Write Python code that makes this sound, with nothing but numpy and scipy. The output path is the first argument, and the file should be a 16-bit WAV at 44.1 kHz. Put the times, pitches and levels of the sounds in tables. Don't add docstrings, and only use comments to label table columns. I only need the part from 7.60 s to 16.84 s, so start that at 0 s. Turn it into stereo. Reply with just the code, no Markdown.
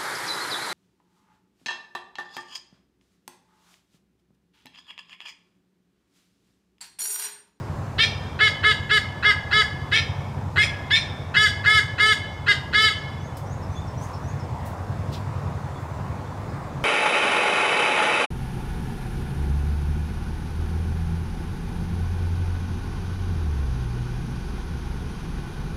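import sys
import numpy as np
from scipy import signal
from scipy.fft import rfft, irfft
from scipy.io import wavfile
from scipy.ndimage import uniform_filter1d, minimum_filter1d

SR = 44100
rng = np.random.default_rng(int(sys.argv[2]) if len(sys.argv) > 2 else 0)


def persist_wave(psi):
    counts = np.round(np.clip(psi, -1, 1) * 32767).astype(np.int16)
    wavfile.write(sys.argv[1], SR, np.atleast_2d(counts).T)


N = 407484
TIME = np.arange(N) / SR
CALL_TIME = np.arange(12288) / SR
CLEAR_ROUGH = .025

# t/s, creak/s, voice/s, sag/s, top f/Hz, squeal/0-1, strain/0-1,
# then relative level/dB of the low, middle, upper and top register
HONKS = [(.788, .017, 0.08, .012, 438.4, 0.062, 0.92, -11, -17.5, -28, -40),
         (1.028, .014, .085, .011, 434.7, .06, 0.69, -12.5, -19, -30.5, -41),
         (1.291, 0.017, 0.078, .011, 435.2, 0.052, 0.83, -12.5, -19, -29, -40),
         (1.624, .023, .075, .015, 430.2, 0.16, 0.45, -11, -20.5, -31, -44),
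         (1.907, .021, 0.099, .011, 433.5, 0.14, 0.55, -12.5, -20.5, -28, -40.5),
         (3.739, 0.025, 0.11, 0.0098, 431.7, 0.2, 0.87, -10, -17, -24.5, -34),
         (4.039, .022, 0.14, 0.0119, 434.5, 0.18, 1, -11.5, -20, -29.5, -36.5),
         (4.378, .019, 0.14, .011, 435, 0.095, 0.64, -12.5, -19.5, -28, -36.5),
         (4.861, 0.019, 0.051, .013, 422.5, 0.18, .3, -12.5, -20, -28.5, -40),
         (5.126, 0.017, 0.15, .010, 436, 0.099, 0.78, -12.5, -17.5, -27.5, -37)]
# t/s, creak/s, clear voice/s, rasp/s, first f/Hz, top f/Hz, squeal/0-1,
# then relative level/dB of the four registers
YELPS = [(.380, .008, 0.035, 0.025, 422, 464.3, 0.16, -14.5, -13, -25.5, -38),
         (2.313, .007, 0.035, 0.044, 390.4, 452.8, 0.37, -14, -18, -27, -38),
         (2.957, .019, .046, 0.02, 403, 428.6, 0.57, -10, -19.5, -29, -36.5),
         (3.301, 0.0051, 0.051, 0.026, 396.4, 451.2, 0.88, -15, -16, -27, -38.5)]
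# f/Hz, t60/s
GROVE_DECAY = [(400, 0.17), (1300, 0.75), (1720, 1.09), (2200, 1.04), (3000, 1.07), (3480, 1.03),
               (4100, 0.78), (6000, 1.05), (12000, 0.26)]
def eagle(direct_db=-2.5, near_db=-7.0, late_db=-22):
    voice, crown = np.zeros(N), np.zeros((2, N))
    for start, sound in [honk(*row) for row in HONKS] + [yelp(*row) for row in YELPS]:
        add(voice, start, sound)
        add(crown, start, scatter(sound, [(1500, .26), (9000, .24)], delay_s=.003, treble_db=5.5))
    grove = scatter(voice, GROVE_DECAY, delay_s=.06)
    return gain_of(direct_db) * ports(voice) + gain_of(near_db) * crown + gain_of(late_db) * grove


BEAK_SHUT_DB = [-2, -5.5, -1.5, -11.5]
STRAIN_DB = [-5.5, 0.5, 1.5, 1.5]
SLACK_DB = [-17.5, -13, -11, -5]
def honk(start, creak, length, sag, top_hz, squeal, strain, *levels_db):
    scoop_hz, slack_hz = 22.44, 57.6
    scoop_share, strain_at, strain_width = .202, .6, .18
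    age = np.maximum(CALL_TIME - creak, 0)
    shut = np.exp(-age / (scoop_share * length))
    tight = np.exp(-((age / length - strain_at) / strain_width) ** 2)
    slack = np.exp(np.minimum(age - length, 0) / sag)
    hz = top_hz - scoop_hz * shut - slack_hz * slack
    broken = slack ** 3
    rough = CLEAR_ROUGH + .49 * broken
    colour_db = (np.outer(BEAK_SHUT_DB, shut) + np.outer(STRAIN_DB, strain * tight)
                 + np.outer(SLACK_DB, broken))
    return start, call(creak, length, hz, rough, squeal * (1 - tight), levels_db, colour_db)


SWELL_DB = [-4.5, -8, -12, -16]
SQUEAL_DB = [-3, 1, 3, -0.5]
RASP_DB = [1, -1, -1, 4]
def yelp(start, creak, clear, rasp, first_hz, top_hz, squeal, *levels_db):
    rise_s, crack_s, tighten_s, fade_db_per_s = .017, .02, .02, -140
    age = np.maximum(CALL_TIME - creak, 0)
    shut = np.exp(-age / rise_s)
    strain = np.minimum(age / clear, 1) ** 2
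    tight = ramp(age - .51 * clear, tighten_s)
    cracked = ramp(age - clear, crack_s)
    hz = top_hz + (first_hz - top_hz) * shut
    rough = CLEAR_ROUGH + .8 * cracked
    locked = squeal * (1 - shut) * (1 - .81 * cracked)
    colour_db = np.outer(SWELL_DB, shut) + np.outer(SQUEAL_DB, strain) + np.outer(RASP_DB, cracked)
    fade_db = fade_db_per_s * np.maximum(age - clear, 0)
    return start, call(creak, clear + rasp, hz, rough, locked, levels_db, colour_db + fade_db, tight)


REGISTER_EDGES = [2550, 4300, 6000]
CREAK_DB = [-9.5, -10, -10.5, -14.5]
WAVER_DB = [0.67, 1.23, 1.7, 0.93]
def call(creak, length, hz, rough, squeal, levels_db, colour_db, tight=0):
    attack_s, catch_s, release_s = .0097, .0062, .0057
    creak_hz, creak_rise_hz_per_s, creak_rough = 305.2, 2654, .5
    t = CALL_TIME
    caught = ramp(t - creak, catch_s)
    hz = caught * hz + (1 - caught) * (creak_hz + creak_rise_hz_per_s * t)
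    rough = caught * rough + (1 - caught) * creak_rough
    pulses = syrinx(hz, np.clip(rough, 0, 1), np.clip(squeal, 0, 1))
    spectrum = throat(pulses, hz, tight)
    f = np.fft.rfftfreq(len(t), 1 / SR)
    lowpasses = [1 / (1 + (f / edge) ** 24) for edge in REGISTER_EDGES]
    registers = irfft(spectrum * np.diff(lowpasses, axis=0, prepend=0, append=1))
    registers /= np.sqrt(uniform_filter1d(registers ** 2, size=400) + 1e-12)
    register_db = np.array(levels_db)[:, None] + caught * colour_db + np.outer(CREAK_DB, 1 - caught)
    waver_db = np.array([db * drift(len(t), hz=35) for db in WAVER_DB])
    gate = np.minimum(t / attack_s, 1) * np.exp(-np.maximum(t - creak - length, 0) / release_s)
    return gate * (gain_of(register_db + waver_db) * registers).sum(axis=0)


def syrinx(hz, rough, squeal, jitter=.032, flutter_db=3, sideband=1.4):
    size, harmonic = len(hz), np.arange(1, 37)[:, None]
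    cycles = np.cumsum(hz * (1 + (.0008 + jitter * rough) * drift(size, hz=142))) / SR
    lag = 2 * np.clip((harmonic - 5) / 12, 0, 1) * rng.standard_normal(harmonic.shape)
    flutter_hz = rng.uniform(5, 24, harmonic.shape)
    flutter = np.sin(2 * np.pi * (flutter_hz * TIME[:size] + rng.random(harmonic.shape)))
    strength = gain_of(flutter_db * np.minimum(harmonic / 9, 1) ** 2 * flutter)
    strength *= 1 - rough * (harmonic > 13)
    partials = strength * np.cos(2 * np.pi * harmonic * cycles + lag)
    pulses = unit_rms(partials.sum(axis=0))
    mellow = partials / (1 + (harmonic / 15) ** 4)
    whistle = unit_rms(mellow[3::4].sum(axis=0) + sideband * (1 - squeal) * mellow[4])
    shimmer = np.exp(rough * drift(size, hz=250))
    voiced = ((1 - squeal) ** 2 * pulses + squeal * (2 - squeal) * whistle) * shimmer
    air = signal.lfilter(*signal.butter(2, 7000, fs=SR), rng.standard_normal(size))
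    puffs = unit_rms((.5 + np.exp(-(cycles % 1) / .45)) * air)
    return voiced + (.02 + rough) * puffs


# f/Hz, width/Hz, relative level/dB
THROAT_MODES = [(453, 370, -18.5), (1274, 137, -7.5), (1655, 198, -0.5), (2061, 400, -2.5),
                (2990, 326, -7.5), (3404, 135, -6.5), (3797, 256, -8.5), (4608, 450, -10.5),
                (5290, 750, -19), (6820, 1440, -30), (8400, 1170, -29.5), (10000, 830, -39.5),
                (12600, 3700, -46)]
def throat(drive, hz, tight, lax_scale=.881, tight_scale=1.081, squawk=(2420, 550, -3)):
    lax = np.clip((400 - hz) / 70, 0, 1)
    states = [(lax, lax_scale, []), (1 - lax - tight, 1, []), (tight, tight_scale, [squawk])]
    spectrum = 0
    for share, scale, extra in states:
        modes = [(f * scale, width, db) for f, width, db in THROAT_MODES] + extra
        spectrum += rfft(drive * share) * ringing(modes, len(drive))
    return spectrum


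# f/Hz, left minus right level/dB, left phase lead/rad
PORT_BALANCE = [(430, -0.5, -0.29), (1330, 2.5, -0.45), (1700, -4, -0.32), (2450, -10.5, 0.94),
                (3020, 0.5, 0.78), (3330, 4, 1), (3900, 0, -0.46), (4600, 7.5, -1.3), (4930, 0, -1.66),
                (5650, -8, -1.95), (6760, -4, -1.1), (8600, -7, 1), (14100, 4, 0.92)]
def ports(voice):
    f = np.fft.rfftfreq(N, 1 / SR)
    balance_db, lead = curve_at(PORT_BALANCE, f), curve_at(PORT_BALANCE, f, column=2)
    left = gain_of(balance_db / 2) * np.exp(.5j * lead)
    pair = np.array([left, 1 / left])
    return irfft(rfft(voice) * pair / np.sqrt(np.mean(abs(pair) ** 2, axis=0)), N)


def scatter(sound, t60s, delay_s, treble_db=0, echoes_per_s=2500):
    taps = rng.standard_normal((2, SR)) * (rng.random((2, SR)) < echoes_per_s / SR)
    hz, t, bands = signal.stft(taps * (TIME[:SR] > delay_s), SR, nperseg=256)
    bands *= gain_of(-60 * t / curve_at(t60s, hz)[:, None])
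    norm = np.linalg.norm(signal.istft(bands, SR, nperseg=256)[1], axis=1, keepdims=True)
    leaves = gain_of(treble_db * np.clip((hz - 2000) / 5000, 0, 1))
    response = signal.istft(bands * leaves[:, None], SR, nperseg=256)[1] / norm
    return signal.fftconvolve(sound[None], response, axes=1)[:, :N]


# t/s into the phrase, length/s, start f/Hz, end f/Hz, relative level/dB
PHRASE_NOTES = [(0, 0.0338, 5600, 6050, -1.5), (.037, .048, 5960, 6730, 1), (0.161, .024, 5720, 5030, 2)]
# t/s, relative level/dB
PHRASE_REPEATS = [(5.32, -60), (5.592, -54.5), (5.857, -52), (6.109, -52), (6.368, -48.5), (6.630, -51)]
# t/s, length/s, f/Hz, relative level/dB
WHISTLES = [(6.133, .095, 3520, -49), (8.15, 0.024, 3460, -51), (8.884, .033, 4930, -53)]
def small_bird(level_db=-2):
    song = np.zeros(N)
    notes = [(start + offset, length, start_hz, end_hz, db + note_db)
             for start, db in PHRASE_REPEATS for offset, length, start_hz, end_hz, note_db in PHRASE_NOTES]
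    notes += [(start, length, hz, hz, db) for start, length, hz, db in WHISTLES]
    for start, length, start_hz, end_hz, db in notes:
        size = round(length * SR)
        slur_hz = start_hz + (end_hz - start_hz) * np.sin(np.linspace(0, np.pi / 2, size))
        waver = 1 + .011 * drift(size, hz=260) + .0126 * drift(size, hz=20)
        note = np.sin(2 * np.pi * np.cumsum(slur_hz * waver) / SR) * signal.windows.tukey(size, .6)
        add(song, start, gain_of(db) * unit_rms(note))
    echoes = scatter(song, [(3000, .28), (8000, .28)], delay_s=.004)
    return gain_of(level_db) * (.55 * song + echoes)


# t/s, rise/s, decay/s, level/dB, centre f/Hz, width/octaves
RUSTLES = [(5.769, 0.0016, 0.017, -42, 6900, 1.7), (5.775, 0.0063, 0.068, -57, 9100, 0.69),
           (6.385, .05, 0.063, -50, 6760, 0.64), (7.048, 0.019, 0.034, -45.5, 9000, 1.6),
           (7.512, 0.033, 0.028, -38.5, 3680, 0.53), (7.512, .02, .045, -50, 8500, 0.72),
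           (7.82, 0.057, 0.058, -29.5, 177, 0.35), (8.185, 0.019, .15, -63, 10000, 1)]
def rustles(grain=.18, crossfeed=.13):
    out, t, f = np.zeros((2, N)), TIME[:SR], np.fft.rfftfreq(SR, 1 / SR)
    for start, rise, decay, db, hz, octaves in RUSTLES:
        noise = rng.standard_normal((2, SR)) * np.exp(grain * drift(SR, hz=500))
        colour = np.exp(-.5 * (np.log2((f + 1) / hz) / octaves) ** 2)
        brush = unit_rms(irfft(rfft(noise + crossfeed * noise[::-1]) * colour))
        swell = np.minimum(t / rise, 1) * np.exp(-np.maximum(t - rise, 0) / decay)
        add(out, start, gain_of(db) * swell * brush)
    return out


# f/Hz, width/Hz, relative level/dB
EXHAUST_MODES = [(83, 22.2, -3), (99.24, 9.3, -1), (129.6, 34.5, -8.5), (143.6, 12.9, -5.5)]
# t/s, relative level/dB
ENGINE_LEVEL = [(0, -22), (.35, -32.5), (1.9, -34.5), (2.7, -29), (3.3, -33), (4, -31), (4.8, -36),
                (6, -32.5), (7.1, -27), (7.6, -30.5), (8, -31.5), (9.24, -35.5)]
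def engine(firing_hz=10.85, level_db=-2, uneven=.11, puff_power=.14):
    firings = np.cumsum(firing_hz * (1 + .00759 * drift(N, hz=1.4))) / SR
    thumps = np.diff(np.floor(firings), prepend=0) * (1 + uneven * drift(N, hz=7.8))
    puffs = np.exp(-(firings % 1) / .15) * rng.standard_normal(N)
    drive = unit_rms(thumps) + np.sqrt(puff_power) * unit_rms(puffs)
    throb = signal.fftconvolve(drive, irfft(ringing(EXHAUST_MODES, size=32768)))[:N]
    contour_db = np.interp(TIME, *np.transpose(ENGINE_LEVEL))
    return gain_of(level_db + contour_db) * unit_rms(throb)


# f/Hz, relative level/dB
WASH_SPECTRUM = [(12, -76), (20, -49), (42, -19), (92, -2.5), (140, -6.5), (238, -14), (333, -19),
                 (985, -16), (1300, -22), (2680, -33.5), (3260, -36.5), (3540, -35), (3850, -38),
                 (6540, -43.5), (15500, -58)]
# f/Hz, correlation/-1 to 1
WASH_LIKENESS = [(60, 1), (130, .99), (290, 0.94), (640, 0.54), (1410, 0.14), (3100, -0.53), (6800, 0.19),
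                 (15000, -0.048)]
# t/s, relative level/dB
BACKGROUND_DIP = [(0, 1.5), (1.3, -1.6), (2.7, 0), (4.4, -2), (5.4, -1.6), (6.5, 1), (9.24, 1)]
def wash(level_db=-33, patchy_db=1.39):
    frames, hz = N // 512 + 5, np.fft.rfftfreq(2048, 1 / SR)
    noise = rng.standard_normal((5, frames, len(hz))).transpose(0, 2, 1)
    left, unrelated = noise[0] + 1j * noise[1], noise[2] + 1j * noise[3]
    likeness = np.clip(curve_at(WASH_LIKENESS, hz), -1, 1)[:, None]
    right = likeness * left + np.sqrt(1 - likeness ** 2) * unrelated
    patches = unit_rms(uniform_filter1d(uniform_filter1d(noise[4], size=20, axis=0), size=10, axis=1))
    colour = gain_of(curve_at(WASH_SPECTRUM, hz)[:, None] + patchy_db * patches)
    bed = signal.istft(np.array([left, right]) * colour, nperseg=2048, noverlap=1536)[1][:, :N]
    dip_db = np.interp(TIME, *np.transpose(BACKGROUND_DIP))
    return gain_of(level_db + dip_db) * unit_rms(bed)


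def ringing(modes, size):
    f = np.fft.rfftfreq(size, 1 / SR)
    gain = sum(gain_of(db) / (1 + ((f - hz) / width * 2) ** 2) ** 1.54 for hz, width, db in modes)
    log_gain = np.log(np.r_[gain, gain[-2:0:-1]] + 1e-5)
    return np.exp(signal.hilbert(log_gain).conj())[:len(f)]


def drift(size, hz):
    f = np.fft.rfftfreq(size + SR, 1 / SR)
    return unit_rms(irfft(rfft(rng.standard_normal(size + SR)) * np.exp(-(f / hz) ** 2)))[:size]


def curve_at(points, hz, column=1):
    columns = np.transpose(points)
    return np.interp(np.log(hz + 1), np.log(columns[0] + 1), columns[column])


def ramp(x, width):
    return np.clip(.5 + x / width, 0, 1)


def gain_of(db):
    return 10 ** (np.asarray(db) / 20)


def unit_rms(x):
    return x / np.sqrt(np.mean(x ** 2) + 1e-20)


def add(mix, start, sound):
    part = mix[..., round(start * SR):][..., :sound.shape[-1]]
    part += sound[..., :part.shape[-1]]


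def scene():
    return eagle() + small_bird() + rustles() + engine() + wash()


def record(dry, ceiling=.64, edge_hz=15750):
    gain = np.minimum(1, ceiling / (abs(dry).max(axis=0) + 1e-9))
    held = dry * uniform_filter1d(minimum_filter1d(gain, size=400), size=400)
    lowpass = signal.firwin(511, edge_hz, window=("kaiser", 9), fs=SR)
    return signal.oaconvolve(held, lowpass[None], "same")


dry = scene()
out = record(dry)
persist_wave(out)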